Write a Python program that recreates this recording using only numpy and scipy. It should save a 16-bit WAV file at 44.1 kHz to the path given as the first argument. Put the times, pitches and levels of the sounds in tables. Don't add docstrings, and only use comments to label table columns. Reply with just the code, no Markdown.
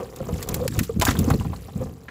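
import sys
import numpy as np
from scipy import signal
from scipy.fft import rfft, irfft
from scipy.io import wavfile
from scipy.ndimage import uniform_filter1d

SR = 44100
rng = np.random.default_rng(int(sys.argv[2]) if len(sys.argv) > 2 else 0)


def wav_out(sig):
    wavfile.write(sys.argv[1], SR, np.round(np.clip(np.atleast_2d(sig).T, -1, 1) * 32767).astype(np.int16))


N = 92610
TIME = np.arange(N) / SR
AGE = np.arange(8192) / SR

# (frequency [Hz], relative level [dB])
RUMBLE_TONE = [(20, -59.5), (40, -11), (58, -6.5), (85, -5.5), (210, -10.5), (340, -22), (2000, -94.5)]
TUB_TONE = [(200, -15.5), (490, 8), (610, -7.5), (760, -2.5), (880, -11.5), (1140, -7), (1450, -20),
            (2300, -25), (5000, -39.5)]
NET_TONE = [(200, -1.5), (1100, 3), (6200, -0.5), (7600, 2), (8700, -6.5), (12000, -2), (13600, -7.5),
            (15200, -1.5)]


def amp(db):
    return 10 ** (np.asarray(db) / 20)


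def unit(x):
    return x / np.sqrt(np.mean(x ** 2) + 1e-20)


def level(curve):
    return amp(np.interp(TIME, *np.transpose(curve)))


def add(mix, start_s, sound):
    part = mix[max(round(start_s * SR), 0):][:len(sound)]
    part += sound[:len(part)]


def colour(x, tone, tilt_db=0, size=8192):
    hz, db = np.transpose(tone)
    octave = np.log2(np.fft.rfftfreq(size, 1 / SR) + 1)
    tilt = tilt_db * np.maximum(octave, np.log2(hz[0]))
    gain = unit(amp(np.interp(octave, np.log2(hz), db) + tilt))
    cepstrum = irfft(np.log(gain + 1e-6))
    cepstrum[1:size // 2] *= 2
    cepstrum[size // 2 + 1:] = 0
    response = irfft(np.exp(rfft(cepstrum)))[:size // 2]
    return signal.fftconvolve(x, response)[:len(x)]


def slips(per_s, spread_db):
    size = amp(spread_db * np.minimum(rng.exponential(1, N), 3))
    return unit(size * rng.choice([-1, 1], N) * (rng.random(N) < per_s / SR))


def steadied(x, size):
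    return x / np.sqrt(abs(uniform_filter1d(x ** 2, size)) + 1e-12)


def burst(decay_s, rise_s=0.00027):
    return rng.standard_normal(len(AGE)) * np.exp(-AGE / decay_s) * (1 - np.exp(-AGE / rise_s))


def ring(hz, fade_s, rise_s):
    fade = np.exp(-np.log(1000) * AGE / fade_s)
    return np.sin(2 * np.pi * hz * AGE) * fade * (1 - np.exp(-AGE / rise_s))


def rumble():
    # (time [s], level [dB])
    loudness = [(0, -42), (.13, -51.5), (.35, -32.5), (.45, -44), (.51, -33), (.82, -35), (.865, -43),
                (.98, -34.5), (1.33, -28), (1.58, -42), (1.73, -46), (1.81, -32), (2.0, -51)]
    noise = colour(rng.standard_normal(N), RUMBLE_TONE)
    return amp(5) * level(loudness) * steadied(noise, size=1400)


def scrape():
    # (time [s], level [dB])
    loudness = [(0, -29), (.07, -44), (.39, -38.5), (.45, -41), (.49, -34.5), (.645, -34.5), (.71, -63),
                (.76, -35.5), (.865, -55.5), (.96, -49), (1.33, -29), (1.39, -47), (1.72, -51),
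                (1.83, -35.5), (1.94, -52)]
    scratching = colour(slips(per_s=450, spread_db=3.03), TUB_TONE)
    return level(loudness) * steadied(scratching, size=2200)


def groan(length_s, hz=510, waver=0.062):
    count = round(length_s * SR)
    wobble = unit(uniform_filter1d(rng.standard_normal(count), size=150))
    pitch = hz * (1 + waver * wobble)
    swell = np.sin(np.pi * np.linspace(0, 1, count) ** 2)
    return unit(swell * np.sin(2 * np.pi * np.cumsum(pitch) / SR))


def drip(hz):
    return ring(hz, fade_s=0.0093, rise_s=1 / hz) + amp(-13) * colour(burst(0.0093), NET_TONE)


def knock(hz):
    note = ring(hz, fade_s=0.082, rise_s=0.0012)
    overtone = ring(hz * 2.59, fade_s=0.031, rise_s=0.00076)
    scuff = colour(burst(0.01), TUB_TONE, tilt_db=-3)
    return note + amp(-14) * overtone + amp(-11) * scuff


def thump(hz):
    bump = ring(hz, fade_s=0.054, rise_s=0.0017)
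    boom = ring(hz=89.0, fade_s=0.12, rise_s=0.0042)
    scuff = colour(burst(0.013), RUMBLE_TONE, tilt_db=6)
    return amp(4.5) * bump + boom + amp(-6.5) * scuff


def crinkles(per_s, spread_db, decay_s):
    knots = np.zeros(N)
    puff_shape = AGE * np.exp(-AGE / decay_s)
    for hz in np.geomspace(1000, 15000, 14):
        band = signal.butter(2, [hz * .87, hz * 1.15], "band", fs=SR, output="sos")
        hiss = signal.sosfilt(band, rng.standard_normal(N))
        puffs = signal.fftconvolve(abs(slips(per_s, spread_db)), puff_shape)[:N]
        knots += hiss * unit(puffs)
    return unit(knots)


def rustle():
    # (time [s], level [dB])
    loudness = [(0, -52), (.14, -56), (.33, -49.5), (.43, -43), (.455, -50.5), (.55, -46), (.71, -49.5),
                (.745, -42.5), (.985, -57), (1.075, -29), (1.135, -42.5), (1.31, -44.5), (1.38, -51),
                (1.72, -56.5), (1.83, -52.5), (1.95, -61.5)]
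    fizz = colour(slips(per_s=4000, spread_db=1.0), NET_TONE, tilt_db=1.5)
    knots = colour(crinkles(per_s=90, spread_db=3.8, decay_s=.0012), NET_TONE)
    return level(loudness) * (amp(-3.5) * fizz + amp(1.0) * knots)


def snap(decay_s, tilt_db):
    return colour(burst(decay_s), NET_TONE, tilt_db)


def clatter(centre_hz):
    # (pitch [Hz], level [dB])
    notes = [(675, 5), (790, 4), (999, 5.5), (1142, -0.5), (1348, -8.5), (1615, -4.5), (1783, -2),
             (2000, -2.5)]
    ringing = np.zeros(len(AGE))
    for hz, db in notes:
        strength = amp(db - 12 * abs(np.log2(hz / centre_hz)))
        ringing += rng.choice([-1, 1]) * strength * ring(hz, fade_s=0.053, rise_s=0.00066)
    # (frequency [Hz], relative level [dB])
    crunch_tone = [(centre_hz / 2, -10), (centre_hz, 0), (centre_hz * 2, -15), (14000, -44)]
    crunch = colour(burst(0.0069, rise_s=0.0041), crunch_tone)
    return amp(-7.0) * ringing + crunch


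def scene():
    # (time [s], level [dB], decay [s], brightness [dB per octave])
    snaps = [(.161, -32, .005, 2), (.4265, -23, 0.0052, 2.5), (.4885, -17.5, 0.0038, 2.5),
             (.5425, -17.5, 0.0061, 3), (.678, -18, 0.0042, 0.2), (.7905, -14, 0.0046, 1.3),
             (.832, -29, 0.015, 2.5), (.9985, -15.5, 0.0018, 3), (1.0128, -16, 0.0062, -1.8),
             (1.020, -12.5, 0.0061, -2.2), (1.0518, -8, 0.0023, 1.5), (1.108, -19.5, 0.0088, -3),
             (1.1895, -16, 0.0047, 5), (1.302, -21, 0.0045, 4)]
    # (time [s], level [dB], centre pitch [Hz])
    clatters = [(.287, -26.5, 654), (.498, -29, 1090), (.791, -20.5, 1920), (1.0195, -13.5, 720),
                (1.0272, -17.5, 1050), (1.063, -21, 950), (1.068, -13, 1660), (1.0855, -13.5, 1330),
                (1.152, -24, 1250), (1.302, -15.5, 1160), (1.309, -21.5, 740), (1.409, -31, 970),
                (1.448, -29, 820), (1.531, -28.5, 880), (1.684, -33, 760), (2.082, -29.5, 1760)]
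    # (time [s], level [dB], pitch [Hz])
    knocks = [(.204, -22.5, 525), (.289, -19.5, 482), (.894, -16.5, 456), (1.343, -24.5, 435)]
    # (time [s], level [dB], pitch [Hz])
    thumps = [(.208, -24, 194), (.328, -19, 146), (.778, -14, 103), (.808, -13.5, 164),
              (.962, -16.5, 188.5), (.990, -14.5, 102), (1.081, -12.5, 275), (1.187, -14.5, 152),
              (1.209, -15.5, 209), (1.278, -14, 254), (1.312, -12, 138), (1.340, -9, 198.5),
              (1.399, -18, 97), (1.452, -17.5, 155), (1.497, -20, 122), (1.757, -22, 156)]
    # (time [s], level [dB], pitch [Hz])
    drips = [(1.2425, -23.5, 6320), (1.340, -22.5, 4240), (1.398, -26, 2880), (1.562, -31.5, 4270)]
    # (time [s], length [s], level [dB])
    groans = [(0, 0.044, -39), (.598, 0.042, -27.5), (0.647, .021, -25), (1.79, 0.047, -31)]
    mix = rustle() + scrape() + rumble()
    for events, source in [(snaps, snap), (clatters, clatter), (knocks, knock),
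                           (thumps, thump), (drips, drip)]:
        for start_s, db, *settings in events:
            add(mix, start_s, amp(db) * source(*settings))
    for start_s, length_s, db in groans:
        add(mix, start_s, amp(db) * groan(length_s))
    return mix[None]


def record(dry):
    lowest_hz, highest_hz = 41, 15600
    thinned = signal.sosfilt(signal.butter(3, lowest_hz, "high", fs=SR, output="sos"), dry)
    treble_cut = signal.firwin(401, highest_hz, window=("kaiser", 9), fs=SR)
    return signal.oaconvolve(thinned, treble_cut[None], "same")


dry = scene()
out = record(dry)
wav_out(out)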